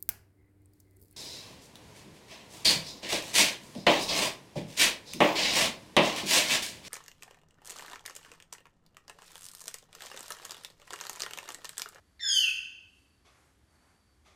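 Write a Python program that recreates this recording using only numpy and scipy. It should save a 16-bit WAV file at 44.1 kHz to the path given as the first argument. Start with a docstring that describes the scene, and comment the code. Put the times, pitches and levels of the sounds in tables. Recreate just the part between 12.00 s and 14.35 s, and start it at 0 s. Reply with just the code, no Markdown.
"""In a bare, echoing room, a grey parrot gives one loud, falling whistle-squawk.
Overtones swell and fade around the whistle, and a hoarse throat resonance sinks below it
as the beak moves. Air and rasp fray the voice as it ends, and the room rings on.
Behind it are a low rumble, a thin high whine, a far clock-like tick once a second and soft rustles."""
import sys
import numpy as np
from scipy import signal
from scipy.fft import rfft, irfft
from scipy.io import wavfile
from scipy.ndimage import map_coordinates

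SR = 44100
rng = np.random.default_rng(int(sys.argv[2]) if len(sys.argv) > 2 else 0)


def digitize_waveform(pressure):
    """Quantize a signal to 16-bit integers and store it at the path in sys.argv[1].

    Rows of a 2-D input are taken as channels; values are limited to [-1, 1].
    """
    field = np.atleast_2d(pressure).T
    bounded = np.clip(field, -1, 1)
    quanta = np.round(bounded * 32767).astype(np.int16)
    wavfile.write(sys.argv[1], SR, quanta)


N = 103635

# tone colour of the room's rumble and hiss: f/Hz, level/dB
RUMBLE_COLOUR = [(15, -61.5), (25, -30.5), (52, -4.5), (71, 1.5), (143, -11.5), (311, -12.5), (485, -21.5),
                 (1110, -23), (1920, -25), (2700, -30), (3320, -28.5), (4530, -31), (5030, -31.5),
                 (11300, -34), (12500, -38), (16200, -65.5), (22000, -120)]
# loudness of the thin whine: t/s, level/dB
WHINE_LEVEL = [(0, -87), (.15, -82.5), (.95, -80), (1.22, -80.5), (1.32, -88), (1.6, -100), (1.71, -80.5),
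               (2.13, -82), (2.22, -94), (2.35, -95)]
# the voice's base pitch, an octave below the whistle: t/s, f/Hz
CALL_PITCH = [(.195, 1990), (.205, 1813), (.216, 1796), (.25, 1753), (.3, 1662), (.36, 1556), (.4, 1476),
              (.445, 1374), (.478, 1259), (.505, 1315)]
# how hard the bird pushes: t/s, level/dB
CALL_EFFORT = [(.194, -23), (.215, -14), (.24, -4), (.27, -8), (.3, -0.5), (.345, -0.5), (.378, 6.5),
               (.41, -9.5), (.445, 4.5), (.48, -13), (.5, -1)]
# how rough the voice is: t/s, roughness/0-1
CALL_ROUGHNESS = [(.195, 0.87), (.225, 0.33), (.275, 0.31), (.295, 0.6), (.36, 0.1), (.42, 0.1),
                  (.49, 0.46)]
# tones around the whistle: multiple of the base pitch, loudest at t/s, level/dB, swell/s, fade/s
CALL_OVERTONES = [(1, 0.28, -58.5, .09, 0.12), (3, 0.28, -36, .048, 0.091), (4, 0.31, -32, 0.05, 0.061),
                  (5, .33, -53, 0.062, .045), (6, .365, -46.5, 0.062, .04), (7, .36, -64.5, .12, 0.037),
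                  (8, 0.3723, -49.5, 0.031, .035)]
# resonances of the throat, blown by air: f/Hz, width/Hz, level/dB
THROAT_RESONANCES = [(2846, 380, -7.5), (4400, 230, 2), (6600, 750, -3), (9000, 1200, -17.5),
                     (12000, 1500, -25)]
# tone colour of the rasp: f/Hz, level/dB
RASP_COLOUR = [(500, -57), (900, -30), (1200, -2.5), (1600, -4.5), (2050, 1.5), (3200, -1), (3900, -11.5),
               (4800, -1), (5600, -3), (7500, -4), (8600, -2.5), (11000, -5), (12500, -5)]
# the sinking, hoarse resonance: t/s, f/Hz, level/dB, share of noise/0-1
HOARSE_PATH = [(.195, 2080, -51, 1), (.22, 1830, -47, 0.8), (.25, 1643, -45.5, 1), (.29, 1611, -44.5, .9),
               (.35, 1560, -61, 0), (.42, 1509, -52.5, 0.5), (.48, 1480, -60, 0.1)]
# dips in the voice's tone colour: f/Hz, width/Hz, level/dB
VOICE_DIPS = [(2352, 57, -7.5), (3860, 200, -18), (5993, 100, -7.5), (7445, 660, -5.5)]
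# the room's first reflections: delay/s, level/dB
ROOM_ECHOES = [(.0043, -11), (0.0129, -5)]
# how long the room rings: f/Hz, time to fade by 60 dB/s
ROOM_RING = [(500, .9), (1500, 0.89), (3000, 0.75), (5000, 0.66), (6500, .62), (9000, .52), (12500, .42)]
# far ticks: t/s, level/dB
FAR_TICKS = [(.245, -66), (1.243, -62.5), (2.246, -61.5)]
# broad tone colour of a tick: f/Hz, level/dB
TICK_BODY = [(240, -38.5), (400, 0.5), (442, -6.5), (850, -3), (967, -10), (1110, -1.5), (1780, -11.5),
             (2240, -4.5), (3020, -10.5), (3380, -9), (12000, -25), (15600, -52), (22000, -120)]
# resonances of a tick: f/Hz, width/Hz, level/dB
TICK_RESONANCES = [(1170, 200, -7), (2110, 430, -10), (3420, 310, -15), (6000, 1500, -13.5)]
# soft rustles: middle t/s, length/s, body level/dB, hiss level/dB
SOFT_RUSTLES = [(0.984, 0.15, -100, -76.5), (1.422, 0.18, -70, -74.5), (1.736, 0.054, -75.5, -80.5),
                (1.878, 0.17, -69.5, -76.5)]

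FREQS = np.arange(N // 2 + 1) * SR / N  # every frequency in the spectrum, in Hz
CALL_START, CALL_END = CALL_EFFORT[0][0], CALL_EFFORT[-1][0]
WOBBLE_HZ, JITTER_HZ = 29, 300  # how fast the voice wavers and how fast it trembles


def undb(db):
    """Turn decibels into a gain to multiply by."""
    return 10 ** (np.asarray(db) / 20)


def curve(rows, at):
    """Join a table's points with straight lines and read off values."""
    return np.interp(at, *np.array(rows, float).T)


def colour(rows):
    """Gain at each frequency from (f/Hz, level/dB) points, falling away below the first."""
    hz, db = np.array(rows, float).T
    return undb(np.interp(np.log(FREQS + 1), np.log(hz), db)) * np.minimum(FREQS / hz[0], 1) ** 2


def resonance(hz, width_hz):
    """A steep-sided peak that favours frequencies near hz."""
    return 1 / (1 + ((FREQS - hz) / (width_hz * .5)) ** 2 / 2) ** 2


def resonances(rows):
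    """Several peaks added together, each at its own level."""
    return sum(undb(db) * resonance(hz, width) for hz, width, db in rows)


def noise(gain):
    """Noise shaped by a gain at each frequency, then scaled to an average power of 1."""
    shaped = irfft(rfft(rng.standard_normal(N)) * gain, N)
    return shaped / np.sqrt(np.mean(shaped ** 2))


def flutter(rate_hz):
    """Random wavering of typical size 1, up to about the given rate."""
    return noise(1 / (1 + (FREQS / rate_hz) ** 4))


def background(t):
    """The room's rumble and hiss, with two narrow bands of noise: a low hum and a thin whine."""
    hum = undb(-77.5) * noise(resonance(hz=72.5, width_hz=13))
    whine = undb(curve(WHINE_LEVEL, t)) * noise(resonance(hz=4570, width_hz=330))
    rumble = undb(-67.5) * noise(colour(RUMBLE_COLOUR))
    return rumble + hum + whine


def parrot(t):
    """A falling, unsteady whistle that follows the bird's effort, roughened by its breath."""
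    effort = undb(curve(CALL_EFFORT, t))
    rough = curve(CALL_ROUGHNESS, t)
    waver = 1 + .0028 * flutter(WOBBLE_HZ) + .014 * rough * flutter(JITTER_HZ)
    phase = 2 * np.pi * np.cumsum(curve(CALL_PITCH, t) * waver) / SR
    whistle = undb(-30) * effort * np.sin(2 * phase)
    tone = np.sqrt(2) * (whistle + overtones(t, phase))
    tone *= 1 + .4 * rough * flutter(JITTER_HZ)  # the loudness trembles too
    attack = np.clip((t - CALL_START) / .001, 0, 1)
    release = np.exp(-np.maximum(t - CALL_END, 0) / .006)
    return beak(attack * release * (tone + breath(t, phase, effort * rough) + hoarse(t)))


def overtones(t, phase):
    """Multiples of the base pitch that each swell, flicker and fade; higher ones enter later."""
    tones = 0
    for multiple, peak_s, db, swell_s, fade_s in CALL_OVERTONES:
        from_peak = (t - peak_s) / np.where(t < peak_s, swell_s, fade_s)
        level = undb(db - 6.5 * from_peak ** 2)
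        entry = np.clip((t - CALL_START) / (multiple * .0045), 0, 1) ** 3
        flicker = 1 + .3 * flutter(WOBBLE_HZ)
        tones += entry * flicker * level * np.sin(multiple * phase)
    return tones


def breath(t, phase, strength):
    """A puff opens the call; air in the throat and a growing rasp pulse with the voice."""
    pulses = strength * (1 + .5 * np.cos(phase))
    air = undb(-47) * noise(resonances(THROAT_RESONANCES))
    progress = np.clip((t - CALL_START) / (CALL_END - CALL_START), 0, 1)
    rasp = undb(-40.5) * progress ** 2 * noise(colour(RASP_COLOUR))
    puff_level = undb(-58) * np.exp(-abs(t - CALL_START) / .12)
    puff = puff_level * noise(resonance(hz=4170, width_hz=1300))
    return pulses * (air + rasp) + puff


def hoarse(t):
    """A low throat resonance sinks as the beak moves, narrowing from noise to a thin tone."""
    times, hz, db, noise_share = np.array(HOARSE_PATH).T
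    phase = 2 * np.pi * np.cumsum(np.interp(t, times, hz)) / SR
    noisy = np.interp(t, times, noise_share)
    narrow_noise = flutter(rate_hz=93) * np.sin(phase) + flutter(rate_hz=93) * np.cos(phase)
    broad_noise = undb(-7) * noise(resonance(hz=1874.6, width_hz=330))
    thin_tone = np.sqrt(2 * (1 - noisy ** 2)) * np.sin(phase)
    return undb(np.interp(t, times, db)) * (noisy * narrow_noise + broad_noise + thin_tone)


def beak(voice, low_cut_hz=1080):
    """The tone colour leaving the beak: a few dips, and no bass because the throat is small."""
    dips = undb(sum(db * resonance(hz, width) for hz, width, db in VOICE_DIPS))
    bass_cut = signal.butter(6, low_cut_hz, "high", fs=SR, output="sos")
    return signal.sosfilt(bass_cut, irfft(rfft(voice) * dips, N))


def room(voice, t, band_hz=500):
    """The direct sound, two near reflections and a dense tail of echoes whose treble dies first."""
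    age = np.maximum(t - .006, 0)  # the tail starts after a short gap
    build_up = 1 - np.exp(-age / .004)
    scatter = rfft(rng.standard_normal(N))
    tail = 0
    for hz in np.arange(0, 14001, band_hz):
        share = np.maximum(1 - abs(FREQS - hz) / band_hz, 0)
        fade = undb(-60 * age / curve(ROOM_RING, hz))
        band = irfft(scatter * share, N) * fade * build_up
        tail += band * np.sqrt(np.mean(share ** 2) / np.sum(band ** 2))  # same energy, long or short
    echoes = sum(undb(db) * map_coordinates(voice, [(t - delay) * SR]) for delay, db in ROOM_ECHOES)
    return voice + echoes + undb(.5) * signal.fftconvolve(voice, tail)[:N]


def ticks(t, rise_s=.018, hold_s=.035, ring_s=.67):
    """Far ticks, blurred by the room into short, faintly ringing washes of noise."""
    level = 0
    for start, db in FAR_TICKS:
        rise = np.clip((t - start) / rise_s, 0, 1)
        level += rise * undb(db - 60 * np.maximum(t - start - hold_s, 0) / ring_s)
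    return level * noise(undb(5) * colour(TICK_BODY) + resonances(TICK_RESONANCES))


def rustles(t):
    """Soft swells of noise with a dull body and a fine hiss."""
    body = noise(resonance(hz=1047, width_hz=2630))
    hiss = noise(resonance(hz=7404, width_hz=10000))
    sound = 0
    for middle, length, body_db, hiss_db in SOFT_RUSTLES:
        swell = np.exp(-2 * ((t - middle) / length) ** 2)
        sound += swell * (undb(body_db) * body + undb(hiss_db) * hiss)
    return sound


def scene():
    """The parrot in its room, over the quiet sounds behind it, in one channel."""
    t = np.arange(N) / SR
    return (room(parrot(t), t) + ticks(t) + rustles(t) + background(t))[None]


def record(dry, top_hz=12650):
    """Cut away the highest treble steeply."""
    return signal.sosfilt(signal.ellip(12, .2, 80, top_hz, fs=SR, output="sos"), dry)


dry = scene()
out = record(dry)
digitize_waveform(out)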